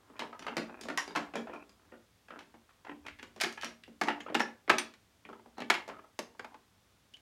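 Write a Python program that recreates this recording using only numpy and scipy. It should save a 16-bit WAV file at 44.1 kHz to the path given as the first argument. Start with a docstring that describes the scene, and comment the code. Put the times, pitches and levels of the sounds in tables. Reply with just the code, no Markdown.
"""Small plastic toy cars are pushed about on a hollow plastic toy garage in a carpeted room.
From the start, wheels roll and jolt over seams, and the cars click and knock on the deck and ramps,
each time with a quick rebound. Lighter taps follow from 2 s, then the heaviest knocks from 4 to 6 s,
some leaving small parts ringing. The play thins out and ends on one faint click near 7 s.
Throughout, the walls answer every contact, over a faint steady hiss and a deep rumble."""
import sys
import numpy as np
from scipy import signal
from scipy.fft import rfft, irfft, next_fast_len
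from scipy.io import wavfile

SR = 44100
rng = np.random.default_rng(int(sys.argv[2]) if len(sys.argv) > 2 else 0)


def dump(signal):
    """Clip the signal to [-1, 1] and save it as 16-bit WAV at the path in sys.argv[1]."""
    limited = np.clip(np.atleast_2d(signal).T, -1, 1)
    pcm = np.round(limited * 32767).astype(np.int16)
    wavfile.write(sys.argv[1], SR, pcm)


N = 317940


def amp(db):
    """Decibels to gain."""
    return 10 ** (np.asarray(db) / 20)


def unit(x):
    """Scale to rms 1."""
    return x / np.sqrt(np.mean(x ** 2, axis=-1, keepdims=True) + 1e-20)


def along(points, hz):
    """Read a curve of (Hz, value) points on a log frequency axis."""
    f, v = np.transpose(points)
    return np.interp(np.log(hz + 1), np.log(f + 1), v)


def filtered(x, response):
    """Filter x by a complex response, given as a function of frequency."""
    m = next_fast_len(x.shape[-1] + SR // 2)
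    return irfft(rfft(x, m) * response(np.fft.rfftfreq(m, 1 / SR)), m)[..., :x.shape[-1]]


def coloured(x, eq):
    """Shape x with an EQ curve of (Hz, dB) points, at rms 1."""
    return unit(filtered(x, lambda f: amp(along(eq, f))))


def resonance(f, hz, width):
    """Response of one damped mode."""
    return 1j * f * width / (hz * hz - f * f + 1j * f * width)


def add(track, s, sound):
    """Mix a sound into the track at s seconds."""
    i = max(round(s * SR), 0)
    track[i:i + len(sound)] += sound[:max(len(track) - i, 0)]


def band_noises(centres):
    """Overlapping bands of noise of rms 1, and the width of each in Hz."""
    edges = np.r_[centres[0] * .6, centres, centres[-1] * 1.3]
    shapes = [[(lo, 0), (mid, 1), (hi, 0)] for lo, mid, hi in zip(edges, edges[1:], edges[2:])]
    bands = [filtered(rng.standard_normal(3 * SR), lambda f: np.sqrt(along(shape, f)))
             for shape in shapes]
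    return unit(np.array(bands)), (edges[2:] - edges[:-2]) / 2


def excerpt(bands, position, size):
    """A slice of the bands, taken at a position from 0 to 1."""
    i = int(position * (bands.shape[1] - size))
    return bands[:, i:i + size]


# The colour of the hiss. Each row: frequency in Hz, relative spectral level in dB.
HISS_EQ = [(15, -55), (50, -27), (104, -6), (144, -17), (173, -11.5), (433, -19.5), (1340, -22),
           (2850, -25.5), (3530, -24), (3930, -26.5), (5880, -28.5), (15500, -37.5)]


def hiss(level_db=-69):
    """A steady bed of quiet room air and hiss."""
    return amp(level_db) * coloured(rng.standard_normal(N), HISS_EQ)


# The level of the rumble and its thumps. Each row: time in seconds, level in dB before the trim.
RUMBLE_LEVEL = [(0.0, -76), (0.3, -78), (0.42, -71), (2.95, -78), (3.07, -62.5), (3.53, -75), (4.67, -78),
                (4.71, -59), (4.79, -76.5), (7.2, -76.5)]
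# The colour of the rumble. Each row: frequency in Hz, relative spectral level in dB.
RUMBLE_EQ = [(15, -39), (28, -22.5), (58, 0), (100, -7), (170, -26.5), (500, -90.5)]


def rumble(trim_db=-1.0):
    """A faint, deep room rumble, with low thumps near 3.1 s and 4.7 s as the play knocks the floor."""
    level_db = np.interp(np.arange(N) / SR, *np.transpose(RUMBLE_LEVEL))
    return amp(level_db + trim_db) * coloured(rng.standard_normal(N), RUMBLE_EQ)


# The carpeted room's reverb. Each row: frequency in Hz, time to fall 60 dB in seconds, gain in dB.
ROOM_REVERB = [(201, 0.31, 5), (453, 0.36, 1.5), (900, .32, -1.5), (2500, 0.27, -0.5), (6030, 0.26, -0.5),
               (14170, 0.25, -5)]


def room_decay(hz, widths, build_up_s=0.0022):
    """The envelope of the room's echo in each band: reflections build up, then die away."""
    t = np.arange(SR // 2) / SR
    room = np.array(ROOM_REVERB)
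    t60, gain_db = along(room[:, :2], hz), along(room[:, ::2], hz)
    decay = amp(-60 * t / t60[:, None]) * (1 - np.exp(-t / build_up_s))
    gain = amp(gain_db) * np.sqrt(2 * widths / SR)
    return decay * (gain / np.linalg.norm(decay, axis=1))[:, None]


# The reverb send, easing down as the perspective draws nearer. Each row: time in seconds, offset in dB.
REVERB_SEND = [(0, 1), (1.5, 2.5), (2.9, -1), (3.5, 0.5), (4.3, -2), (5.3, -2), (5.9, -2), (6.5, -5)]


def room_answer(direct, tail, s, strength_db, room_db=-4.0, heavy_db=4.5, drier_per_db=0.2):
    """The walls answer one contact; the heaviest blows stay drier and stand out from the wash."""
    send_db = np.interp(s, *np.transpose(REVERB_SEND)) - drier_per_db * max(strength_db - heavy_db, 0)
    return amp(room_db + send_db) * signal.fftconvolve(direct, tail)


# The hollow garage's resonances. Each row: frequency in Hz, width in Hz, gain in dB.
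GARAGE_MODES = [(174, 5.9, 0), (231, 10, 3), (291.7, 5.4, 4), (352, 10, -0.5), (401.5, 10, -0.5),
                (634, 5.6, 0), (879, 41, -3.5), (1132, 8.3, -15.5), (1289, 15, -11.5), (1675, 8.3, -5.5),
                (2173, 27, -9), (2420, 11, -12)]


def garage(x, low_cut_hz=139):
    """The hollow garage booms at its own resonances, but is too small to radiate deep bass."""
    boom = filtered(x, lambda f: 1 + sum(amp(db) * resonance(f, hz, width)
                                         for hz, width, db in GARAGE_MODES))
    return signal.sosfilt(signal.butter(6, low_cut_hz, "highpass", fs=SR, output="sos"), boom)


# The colour of the deck under a wheel. Each row: frequency in Hz, relative spectral level in dB.
DECK_EQ = [(120, -42.5), (250, 7.5), (450, 0), (700, 1.5), (1400, 1.5), (2800, -14), (5000, -40.5),
           (12000, -46)]
# Wheels rolling or a car body scraping on the deck. 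Each row: start and end in seconds,
# deck level in dB, axle pitch in Hz, axle level against the deck in dB.
WHEEL_RUNS = [(-.05, 0.22, -64, 1060, -8), (0.382, 0.565, -51.5, 1400, -18),
              (0.631, 0.858, -54.5, 2510, -12.5), (1.482, 1.664, -59.5, 2470, -0.5),
              (1.738, 1.947, -72, 1100, -19), (2.291, 2.425, -55.5, 1480, -8),
              (2.84, 2.95, -54.5, 1900, -7), (3.034, 3.134, -54.5, 2500, -9),
              (3.596, 3.694, -65, 3040, 10.5), (5.562, 5.637, -50.5, 4120, -10),
              (5.87, 6.019, -59.5, 1280, -2), (6.379, 6.593, -66, 866, 4)]


def wheels(bumps_per_s=260, axle_width_hz=320, rub=0.039):
    """Wheels cross a stream of tiny bumps, which shake the deck and the axle over a faint rubbing."""
    out = np.zeros(N)
    for start, end, db, axle_hz, axle_db in WHEEL_RUNS:
        size = max(round((end - start) * SR), 64)
        bumps = rng.standard_normal(SR) * (rng.random(SR) < bumps_per_s / SR)
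        shake = (bumps + rub * rng.standard_normal(SR))[:size]
        deck = coloured(shake, DECK_EQ)
        axle = unit(filtered(shake, lambda f: resonance(f, axle_hz, axle_width_hz) ** 2))
        add(out, start, amp(db) * signal.windows.tukey(size, .6) * (deck + amp(axle_db) * axle))
    return out


def seam_jolts(per_s=8, most_per_run=8, boost_db=29.5, scatter_db=2.5,
               knock_db=6.5, clack_db=-8.5, hardness_db=-11, hollow_hz=238, panel_hz=1250):
    """Cues for the faint, uneven ticks of a rolling car jolting over seams."""
    cues = []
    chances = rng.uniform(-1, 1, (len(WHEEL_RUNS), most_per_run, 3))
    for (start, end, roll_db, *_), chance in zip(WHEEL_RUNS, chances):
        for k, (when, size, place) in enumerate(chance):
            s = start + (k + .5 + .5 * when) / per_s
            db = roll_db + boost_db + scatter_db * size
            tap_hz = panel_hz * 2 ** (place / 2)
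            if 0 < s < end:
                cues.append((s, db, knock_db, clack_db, hardness_db, hollow_hz, tap_hz))
    return cues


# Rattles left by a contact. Each row: start in seconds, pitch in Hz, level in dB,
# time to fall 60 dB in seconds.
RATTLES = [(0.9742, 1860, -30, 0.16), (0.9753, 1077, -35.5, 0.19), (0.9738, 5620, -39, 0.2),
           (1.354, 3270, -44.5, 0.18), (3.41, 674, -17, 0.034), (3.436, 356, -28.5, 0.16),
           (3.438, 726, -44, 0.25), (3.437, 1680, -45, .3), (4.205, 6700, -57, 0.14),
           (4.205, 3200, -45.5, 0.045), (4.4017, 5520, -42.5, 0.21), (4.7817, 6000, -38.5, 0.1),
           (4.7836, 8740, -40.5, 0.15), (6.1901, 583, -34, 0.12), (7.137, 3000, -46.5, 0.11)]


def loose_parts(relative_width=0.1, attack_s=0.0005):
    """Loose parts and panels rattle on after a contact, each in a narrow cluster of modes."""
    t = np.arange(SR // 3) / SR
    out = np.zeros(N)
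    for s, hz, db, t60 in RATTLES:
        noise = rng.standard_normal(len(t))
        rattle = unit(filtered(noise, lambda f: resonance(f, hz, relative_width * hz) ** 2))
        add(out, s, amp(db - 60 * t / t60) * (1 - np.exp(-t / attack_s)) * rattle)
    return out


# A car meets the garage. Each row: start in seconds, strength in dB, then hollow knock, clack and
# hardness in dB against the body of the hit, rebound delay in seconds, rebound against the hit in dB,
# hollow mode in Hz, panel mode in Hz.
CAR_HITS = [(0.099, -26.5, 11.5, -13, -22, .018, -20, 240, 1240),
            (0.165, -30.5, 5, 5, -5, .015, -4, 370, 2380), (0.193, -8, 2.5, 2.5, 3, .009, -3, 236, 3910),
            (0.22, -6.5, 2.5, -8, -18, .015, -7, 231, 990), (0.328, -10, -9, -13, -20, .02, -11, 232, 1284),
            (0.393, -23, 8.5, 6, 11, .031, 1, 320, 5800), (0.466, -4, -2.5, -4, -8.5, .015, 0, 310, 1225),
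            (0.568, -5, 12, 4, 6.5, .011, -3, 229, 1925),
            (0.811, -25.5, 13.5, 8.5, 20, .024, 0.5, 230, 8700),
            (0.852, -13.5, 5, -12, -4, .016, -8, 394, 670), (0.885, -6, 4, -3, -2.5, .015, -0.5, 287, 1815),
            (0.9747, 0, -26, -3.5, 7, .007, -4, 281, 1980),
            (1.077, -12.5, 4.5, -3, 0.5, .03, -4.5, 240, 4800),
            (1.151, -3.5, -3.5, -4.5, -7, .005, 2, 281, 857),
            (1.16, 3, -2.5, -3.5, -3.5, .013, -7.5, 286, 1335),
            (1.337, -10, 6, -6.5, -10, 0.0094, -5, 470, 2590),
            (1.355, -1.5, 1, -10, -4, .012, -7.5, 436, 2370),
            (1.47, -10, -2.5, -10.5, -26, .025, -1.5, 363, 655),
            (1.535, -10.5, -1.5, -17, -12, .012, -3, 400, 1370),
            (1.693, -32, 8.5, -1, 11, .008, -17, 227, 4960),
            (1.92, -21.5, 11, -6.5, -33, .017, -5, 230, 1860),
            (2.284, -22, -4, -1, -10, .021, 7, 248, 1670),
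            (2.39, -18.5, -22, 3.5, 1.5, .015, -7.5, 290, 1210),
            (2.541, -24.5, 9.5, -5.5, -12, .015, -19, 236, 820),
            (2.692, -29, -19, -4, -7, .015, -2.5, 230, 1410),
            (2.848, -18, -14, -2.5, -10, .02, 0, 272, 987),
            (2.894, -18, 15, 2.5, -17, .02, -8.5, 250, 1010),
            (3.065, -26, 1, 17.5, 12.5, .018, 1, 236, 1770), (3.188, -32.5, 7, 11.5, 8, .007, 6, 240, 2200),
            (3.228, -22, 10, 8.5, 9, .01, -10, 234, 1470), (3.362, -22.5, 9, -3, 4.5, .015, -2.5, 547, 740),
            (3.401, -23.5, 5, 19, 18, .006, 3.5, 366, 1560),
            (3.411, -13, -9, 11.5, 21.5, .005, 5.5, 367, 704),
            (3.436, -4, -0.5, 5, 8, .007, -2.5, 394, 2200), (3.525, -31, -4, 3, 21.5, .012, -5, 353, 2980),
            (3.575, -11, -12, 0, -9, .012, -21, 363, 1700), (3.612, -30.5, -22, 18, 21, .01, 5, 523, 4620),
            (3.632, -6, -1, 0, -2, .007, -10, 222, 1660),
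            (3.645, -19.5, 10.5, 15.5, 20, .012, -9, 231, 5650),
            (3.836, -44, 10, 27.5, 23.5, .01, -15, 410, 2760),
            (3.878, -28, 20, -8, -2, .012, -13, 231, 2170),
            (4.013, 5.5, -0.5, -6, -3.5, .005, -4, 377, 2166),
            (4.036, -9.5, 8, 1.5, 4, .008, -23.5, 247, 2130), (4.074, -6, 12, -3, -7, .007, -9, 284.5, 900),
            (4.084, 6.5, -16.5, -3, -11, .018, -5, 295, 861),
            (4.204, -17.5, 4.5, 5.5, 1, .01, -12, 230, 2090),
            (4.2627, -10, -2, -7.5, -25.5, 0.021, 0, 288, 1266),
            (4.299, -14, 15.5, -4, -16.5, .023, -5.5, 276, 666),
            (4.345, -3, 3.5, -0.5, 3.5, .0043, 10, 247, 3650),
            (4.396, 1.5, -3.5, -4.5, -3.5, .0064, 6, 390, 2226),
            (4.416, -18, -5, -4.5, 12, .008, -17, 360, 2370),
            (4.678, -10, 12, -1.5, -15, .008, -14.5, 245, 2000),
            (4.6954, 5, -5, 1, -0.5, .0034, 9.5, 238, 1602),
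            (4.713, 3, 2.5, -9.5, -7, .025, -4.5, 249, 1090),
            (4.7832, -3, -1, 8.5, 10.5, .0136, -8, 373, 6000),
            (4.938, -29.5, -9, 6.5, 8.5, .008, -25, 318, 4220),
            (5.251, -27.5, 14.5, 10, -8, .01, -8, 462, 2400),
            (5.289, -16, 7.5, -11, -12, .008, -1.5, 482, 1377),
            (5.329, -15, 2, -11.5, -16, .022, -10.5, 288, 1277),
            (5.395, -26, 5.5, -8.5, -11.5, .015, -15, 229, 916),
            (5.459, -24.5, 9, -12.5, -9, .012, -14, 228, 770),
            (5.5806, -7, -3, -16.5, -10, .01, -16.5, 234, 790),
            (5.603, -16.5, 12, 7, 4, .016, 3.5, 237, 850), (5.7, 6.5, -13.5, -1, 2, .003, 6.5, 391, 2195),
            (5.741, -8, -16, 6, 5, .009, 1, 327, 2730), (5.777, -9.5, -7, -8, -15.5, .01, -20, 290, 950),
            (5.878, -13.5, -3, -10, -0.5, .01, 4, 540, 638),
            (5.897, -10, -7, -3.5, -16, .016, -9, 547, 1053),
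            (5.989, -15, -3.5, -12, -31, .024, -20, 430, 1230),
            (6.042, -19.5, -10, -18, -18, .008, -15, 285, 1290),
            (6.19, -6.5, 9, 0, 9.5, .008, -11, 462, 1140), (6.276, -50, 21, -8, -10, 0.017, -4, 147, 700),
            (6.349, -25, -10, -19, -18, .008, -15, 533, 910),
            (6.394, -8.5, 0.5, -1.5, -5, .008, -20, 521, 1560),
            (6.445, -10, -6, -5.5, -7.5, .008, -23, 262, 857),
            (6.543, -15.5, -6.5, -10, -12, .008, -29, 346, 870),
            (7.138, -44.5, 17, 13, 24, 0.03, 2, 272, 3060)]


def car_hits(softer_db=6.5, neighbour_ratio=.78):
    """Cues for each hit and its rebound, which lands softer on a neighbouring, lower-pitched panel."""
    cues = []
    for s, db, knock, clack, hardness, delay, rebound_db, hollow_hz, panel_hz in CAR_HITS:
        cues.append((s, db, knock, clack, hardness, hollow_hz, panel_hz))
        cues.append((s + delay, db + rebound_db, knock, clack, hardness - softer_db,
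                     hollow_hz, panel_hz * neighbour_ratio))
    return cues


# The densely packed modes of thin plastic. Each row: band centre in Hz, relative spectral level in dB,
# time to fall 60 dB in seconds.
PLASTIC_BANDS = [(168, -11, 0.058), (245, -4, 0.11), (420, -2, .06), (792, -0.5, 0.041), (1350, -1, 0.073),
                 (2200, -3, 0.062), (3603, -10, 0.052), (5650, -15, 0.039), (7926, -26, 0.041),
                 (13200, -41, .018)]


def plastic_knocks(crack_t60=0.012, crack_db=1, crack_per_hardness=0.093, rise_s=0.00052, softening=0.31,
                   knock_hz=330, body_hz=900, clack_hz=2300, snap_hz=5200, edge_hz=12000,
                   hollow_db=-4, hollow_t60=0.12, panel_per_softness=0.14, panel_t60=0.032,
                   wall_delay_s=.004):
    """Each hit, rebound and jolt is a crack and a short ring of the plastic, then the room's answer."""
    hz, shell_db, shell_t60 = np.transpose(PLASTIC_BANDS)
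    bands, widths = band_noises(hz)
    share = np.sqrt(widths) * amp(shell_db)
    share /= np.linalg.norm(share)
    t = np.arange(SR // 10) / SR
    ring = amp(-60 * t / shell_t60[:, None])
    crack = amp(crack_db - 60 * t / crack_t60)
    decay = room_decay(hz, widths)
    out = np.zeros(N)
    for s, db, knock, clack, hardness, hollow_hz, panel_hz in car_hits() + seam_jolts():
        # soft, heavy contacts favour the low modes; hard edges the high ones
        edge_db = 4.5 + .05 * hardness
        eq = [(knock_hz, knock), (body_hz, 0), (clack_hz, clack),
              (snap_hz, hardness), (edge_hz, hardness + edge_db)]
        gains = share * amp(db + along(eq, hz))
        # a soft contact presses in slowly, and low modes take longer to get going
        press_s = rise_s * amp(-softening * hardness)
        attack = 1 - np.exp(-t / (press_s + .5 / hz[:, None]))
        fade = ring + amp(crack_per_hardness * hardness) * crack
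        modes = excerpt(bands, rng.random(), len(t)) * fade * attack
        direct = (gains / np.linalg.norm(modes, axis=1)) @ modes
        # the spot struck picks one cavity mode and one panel mode; soft contacts give a more pitched tap
        tones = [(hollow_hz, hollow_db, hollow_t60), (panel_hz, -panel_per_softness * hardness, panel_t60)]
        for tone_hz, tone_db, t60 in tones:
            onset = 1 - np.exp(-t / (press_s + 1 / tone_hz))
            tone = np.sin(2 * np.pi * tone_hz * t) * amp(-60 * t / t60) * onset
            direct += amp(tone_db) * np.interp(tone_hz, hz, gains) * tone / np.linalg.norm(tone)
        tail = np.sum(excerpt(bands, rng.random(), decay.shape[1]) * decay, axis=0)
        add(out, s, direct)
        add(out, s + wall_delay_s, room_answer(direct, tail, s, db))
    return out


def scene(knocks_db=-5.5):
    """The mono mix: knocks and wheels sound through the garage, with rattles, hiss and rumble added."""
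    cars = garage(amp(knocks_db) * plastic_knocks() + wheels())
    return (cars + loose_parts() + hiss() + rumble())[None]


def record(dry, top_hz=16100):
    """A brick-wall high cut on the whole mix."""
    return filtered(dry, lambda f: f < top_hz)


dry = scene()
out = record(dry)
dump(out)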